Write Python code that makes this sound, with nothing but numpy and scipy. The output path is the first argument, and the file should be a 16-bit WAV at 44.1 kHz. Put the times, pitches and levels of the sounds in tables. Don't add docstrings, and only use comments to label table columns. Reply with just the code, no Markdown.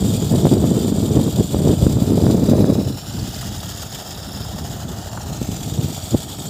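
import sys
import numpy as np
from scipy import signal
from scipy.fft import rfft, irfft
from scipy.io import wavfile
from scipy.ndimage import uniform_filter1d, map_coordinates

SR = 44100
rng = np.random.default_rng(int(sys.argv[2]) if len(sys.argv) > 2 else 0)


def generate_wav(signal):
    frames = np.transpose(np.atleast_2d(signal))
    scaled = np.clip(frames, -1, 1) * 32767
    pcm = np.round(scaled).astype(np.int16)
    wavfile.write(sys.argv[1], SR, pcm)


N = 286334

# (time [s], relative level [dB])
SPRAY_LEVEL = [(0, -32.5), (.8, -35), (1.65, -35), (2.1, -36.5), (2.95, -37.5), (3.4, -34.5), (4.0, -36.5),
               (4.4, -37), (5.2, -39.8), (5.6, -35.5), (6.49, -36)]
# (time [s], relative level [dB])
POOL_LEVEL = [(0, -39.5), (2.5, -41.5), (3.3, -40.5), (4.2, -37.5), (5.0, -36.5), (5.6, -38.5), (6.49, -39)]
# (time [s], relative peak [dB])
SLAP_HITS = [(0.139, -18), (0.357, -17), (0.536, -16), (1.359, -14.5), (1.679, -16.5), (1.823, -16.5),
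             (2.31, -14.5), (2.496, -13.5), (3.139, -20), (3.819, -15.5), (3.947, -15), (4.584, -17.5),
             (5.33, -20), (5.945, -16), (6.171, -16.5)]
# (time [s], relative peak [dB])
GULP_HITS = [(3.428, -33), (3.828, -33), (4.45, -32), (4.583, -33), (5.174, -26)]
# (frequency [Hz], relative gain [dB])
FACING_COLOUR = [(1400, -17), (2100, -15.5), (2650, -11), (3050, -1), (3600, -1), (4250, -4), (5200, -4),
                 (6200, -9.5), (6700, -4), (7150, 1.5), (8300, -3), (9700, -14.5), (11400, -10),
                 (15400, -11.5)]
PAST_COLOUR = [(1400, -27), (2100, -8), (2550, -10.5), (3150, -5.5), (3900, 1.5), (4300, -1.5), (5000, -1),
               (6050, -5), (7100, -1), (8300, -6.5), (9200, -8.5), (10400, -11.5), (11400, -5.5),
               (13700, -13), (15400, -5)]
ASIDE_COLOUR = [(1400, -1), (2300, -11.5), (2700, -4), (3100, -2), (3850, 2.5), (4250, -5.5), (5350, 5),
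                (6100, -11), (7250, 3), (8150, -12), (9300, -7), (10900, -13), (13800, -8.5), (15400, -9.5)]
AWAY_COLOUR = [(1400, -2.5), (2250, -9), (3000, -2.5), (3900, -2), (5200, -4), (6100, -2), (7250, 2),
               (8200, -7.5), (9300, -9), (10300, -14.5), (12500, -10), (13900, -9), (15400, -10.5)]
# (frequency [Hz], relative gain [dB])
CHURN_COLOUR = [(250, 9), (480, -2.5), (670, 5), (860, 1.5), (1060, -8), (1300, -4), (1550, -11.5),
                (1850, -11), (2200, -39.5), (3000, -32)]
# (time [s], level [dB])
WIND_LEVEL = [(0, -15), (.25, -18), (.56, -13), (.92, -17.5), (1.75, -17), (2.0, -14.5), (2.64, -12),
              (2.92, -21.5), (2.98, -31.5), (3.5, -27.5), (4.0, -35.5), (4.65, -27.5), (5.1, -31),
              (5.7, -25.5), (6.3, -34), (6.49, -29)]
# (frequency [Hz], relative gain [dB])
RUMBLE_COLOUR = [(28, -37), (40, -22), (65, -6.5), (100, 1.5), (170, 1.5), (260, -4), (400, -10.5),
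                 (620, -20.5), (1000, -54.5), (1600, -58), (2500, -61)]
# (time [s], relative peak [dB], core width [ms])
VORTICES = [(0.454, -2.5, 0.58), (0.469, -4.5, 0.61), (0.642, -10, 0.6), (1.398, -6.5, 1.36),
            (1.546, -7.5, 0.61), (1.675, -3.5, 0.85), (1.828, -0.5, 1.9), (1.867, -3, 0.92),
            (2.224, -6.5, 1.07), (2.267, -5, .62), (2.346, -7.5, 0.85), (2.644, -6, 0.65),
            (2.724, -7, 0.93), (5.416, -12, 1.02), (5.49, -13.5, 1.4), (6.136, -10.5, 1.3),
            (6.1448, -3, 1.1), (6.1483, -3.5, 0.85)]
# (time [s], heading [0 facing the splash, 1 past it, 2 aside, 3 away,
# 4 facing again], delay of the echo off the hand [ms], delay of the echo off the chest [ms])
SWING_PATH = [(0, -0.5, 0.85, 2.46), (1.8, 0, 0.84, 2), (2.6, 1, 0.82, 2.06), (3.3, 2.5, 0.63, 1.96),
              (3.8, 2.5, 0.61, 2.23), (4.4, 2, 0.6, 2.2), (4.85, 3, 0.6, 2), (5.1, 2.5, 0.66, 2.08),
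              (5.3, 3, 0.74, 2.2), (5.65, 3.5, 0.85, 2.36), (6.49, 4, 0.89, 2.8)]
# (time [s], tilt [dB per octave])
WIND_TILT = [(0, -1.5), (.65, 1.5), (1.95, .2), (2.75, 2), (3.2, -2), (5.1, -2.7), (6.49, 1)]
# (time of the crest [s], rise [dB], length at half height [s])
GUST_SWELLS = [(.35, 5.5, .07), (1.17, 6.5, 0.06), (1.4, 3, 0.036), (1.68, 7, 0.086), (3.2, 7.5, 0.093),
               (4.42, 4.5, .06), (4.89, 5.5, 0.034), (5.3, 4, 0.059), (5.82, 10, 0.11), (6.14, 14.5, 0.053)]
# (time of the deepest point [s], drop [dB], length at half depth [s])
LULL_DIPS = [(1.32, 6.5, 0.042), (1.49, 8.5, 0.065), (2.05, 6, 0.029), (2.39, 3.5, 0.032), (3.03, 4.5, .1),
             (4.03, 7, .05)]

USUAL_WIND_DB = -14
WANDERS_PER_S = 10.4
SURGE_DB, SURGES_PER_S = 0.86, 18
SLAP_DECAY_S = .013
CUTOFF_HZ = 15500


def from_db(db):
    return 10 ** (np.asarray(db) / 20)


def rms_one(x):
    return x / np.sqrt(np.mean(x ** 2) + 1e-20)


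def in_time(rows, axis=1):
    columns = np.transpose(rows)
    return np.interp(np.arange(N) / SR, columns[0], columns[axis])


def at_hz(points, hz):
    knots, db = np.transpose(points)
    return np.interp(np.log(np.maximum(hz, 1)), np.log(knots), db)


def coloured(x, spectrum):
    hz = np.arange(N // 2 + 1) * SR / N
    skirt = 1 / np.sqrt(1 + (spectrum[0][0] / (hz + 1)) ** 8)
    return rms_one(irfft(rfft(x) * from_db(at_hz(spectrum, hz)) * skirt, N))


def band(x, low_hz, high_hz):
    sos = signal.butter(2, [low_hz, high_hz], "band", fs=SR, output="sos")
    return signal.sosfilt(sos, x + 1e-18)


def drift(rate):
    pole = np.exp(-40 * np.pi * rate / SR)
    noise = rng.standard_normal(N // 20 + 2002)
    slow = signal.lfilter([1], [1, -2 * pole, pole * pole], noise)[2000:]
    return np.interp(np.arange(N) / 20, np.arange(len(slow)), rms_one(slow))


def swells(rows):
    t = np.arange(N) / SR
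    return sum(db * .5 ** ((2 * (t - s) / length) ** 2) for s, db, length in rows)


def ring(clicks, hz, t60):
    radius = from_db(-60 / (t60 * SR))
    angle = 2 * np.pi * hz / SR
    return signal.lfilter([0, np.sin(angle)], [1, -2 * radius * np.cos(angle), radius ** 2], clicks + 1e-18)


def fade(clicks, seconds):
    return signal.lfilter([1], [1, -np.exp(-1 / (seconds * SR))], clicks + 1e-18)


def strikes(rows):
    clicks = np.zeros(N)
    for s, db in rows:
        clicks[int(s * SR)] += from_db(db)
    return clicks


def rain_of(per_s, spread_db):
    sizes = from_db(spread_db * np.minimum(rng.exponential(1, N), 4))
    return sizes * (rng.random(N) < per_s / SR)


def bubbles(clicks, low_hz, high_hz, cycles, count):
    dealt = rng.integers(0, count, N)
    signed = clicks * rng.choice([-1, 1], N)
    out = 0
    for k, hz in enumerate(np.geomspace(low_hz, high_hz, count)):
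        out = out + hz * ring(signed * (dealt == k), hz, cycles / hz)
    return rms_one(out)


def lumps(per_s, spread_db, decay_s, steady):
    power = fade(rain_of(per_s, spread_db) ** 2, decay_s)
    power = power / uniform_filter1d(power, size=SR // 10)
    return rms_one(np.sqrt(steady + power))


def spray(landing):
    ticks = rain_of(per_s=12000, spread_db=1.0) * rng.standard_normal(N)
    drops = rms_one(ticks + 0.65 * rng.standard_normal(N))
    fizz = bubbles(rain_of(per_s=1100, spread_db=4.0), low_hz=1891, high_hz=14970, cycles=87, count=60)
    flow = from_db(in_time(SPRAY_LEVEL) + SURGE_DB * drift(rate=SURGES_PER_S))
    bursts = np.hypot(flow * landing, slaps())
    return drops * bursts + from_db(-7.5) * fizz * flow


def pool(landing):
    rings = bubbles(rain_of(per_s=900, spread_db=2.5), low_hz=354, high_hz=2350, cycles=16.0, count=30)
    churn = coloured(rings + from_db(6.0) * rng.standard_normal(N), CHURN_COLOUR)
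    return churn * from_db(in_time(POOL_LEVEL)) * landing ** 0.57


def wind(lumpy_db, brighten, wander_db):
    strength_db = in_time(WIND_LEVEL) + swells(GUST_SWELLS) - swells(LULL_DIPS)
    strength_db = strength_db + wander_db * drift(rate=WANDERS_PER_S)
    swirl_db = lumpy_db * np.tanh(drift(rate=58) / 2) * 2
    tilt_db = in_time(WIND_TILT) + brighten * (strength_db + swirl_db - USUAL_WIND_DB)

    edges = np.geomspace(28, 2560, 14)
    white = rng.standard_normal((2, N))
    eddies = 0
    for k, (low, high) in enumerate(zip(edges, edges[1:])):
        hz = np.sqrt(low * high)
        octaves = np.clip(np.log2(hz / 150), -1.5, 2)
        gain_db = at_hz(RUMBLE_COLOUR, hz) + swirl_db + tilt_db * octaves
        eddies = eddies + band(white[k % 2], low, high) * from_db(gain_db)
    eddies = eddies / np.sqrt(uniform_filter1d(eddies ** 2, size=SR // 10) + 1e-12)
    return from_db(strength_db) * eddies


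def swing(x):
    colours = (FACING_COLOUR, PAST_COLOUR, ASIDE_COLOUR, AWAY_COLOUR, FACING_COLOUR)
    heading = in_time(SWING_PATH)
    direct = 0
    for k, colour in enumerate(colours):
        share = np.interp(heading, np.arange(len(colours)), np.eye(len(colours))[k])
        direct = direct + share * coloured(x, colour)
    direct = np.std(x) * direct
    hand = echo(direct, in_time(SWING_PATH, axis=2))
    chest = echo(direct, in_time(SWING_PATH, axis=3))
    return direct + from_db(-12) * hand + from_db(-14) * chest


def echo(x, ms):
    return map_coordinates(x, [np.arange(N) - ms * SR / 1000], order=3)


def slaps():
    return from_db(-12.5) * fade(strikes(SLAP_HITS), seconds=SLAP_DECAY_S)


def buffets(level_db):
    out, t = np.zeros(N), np.arange(N) / SR
    for s, db, core_ms in VORTICES:
        near = abs(t - s) < .03
        offset = (t[near] - s) * 1000 / core_ms
        swing_over = offset / (1 + offset ** 2) ** 1.58
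        out[near] += from_db(db + level_db) * swing_over / swing_over.max()
    return band(out, low_hz=82, high_hz=1500)


def gulps():
    burst = rng.standard_normal(N) * fade(strikes(GULP_HITS), seconds=.005)
    hollow = signal.butter(4, [550, 1500], "band", fs=SR, output="sos")
    return from_db(15) * signal.sosfilt(hollow, burst)


def scene():
    landing = lumps(per_s=110, spread_db=1.5, decay_s=0.008, steady=0.55)
    water = swing(spray(landing)) + pool(landing) + gulps()
    air = wind(lumpy_db=3.0, brighten=0.25, wander_db=0.84) + buffets(level_db=1.5)
    return (water + air)[None]


def record(dry):
    lean = signal.sosfilt(signal.butter(3, 36, "high", fs=SR, output="sos"), dry)
    rounded = lean / (1 + (lean / .9) ** 8) ** (1 / 8)
    return signal.sosfilt(signal.ellip(12, .1, 80, CUTOFF_HZ, fs=SR, output="sos"), rounded)


dry = scene()
out = record(dry)
generate_wav(out)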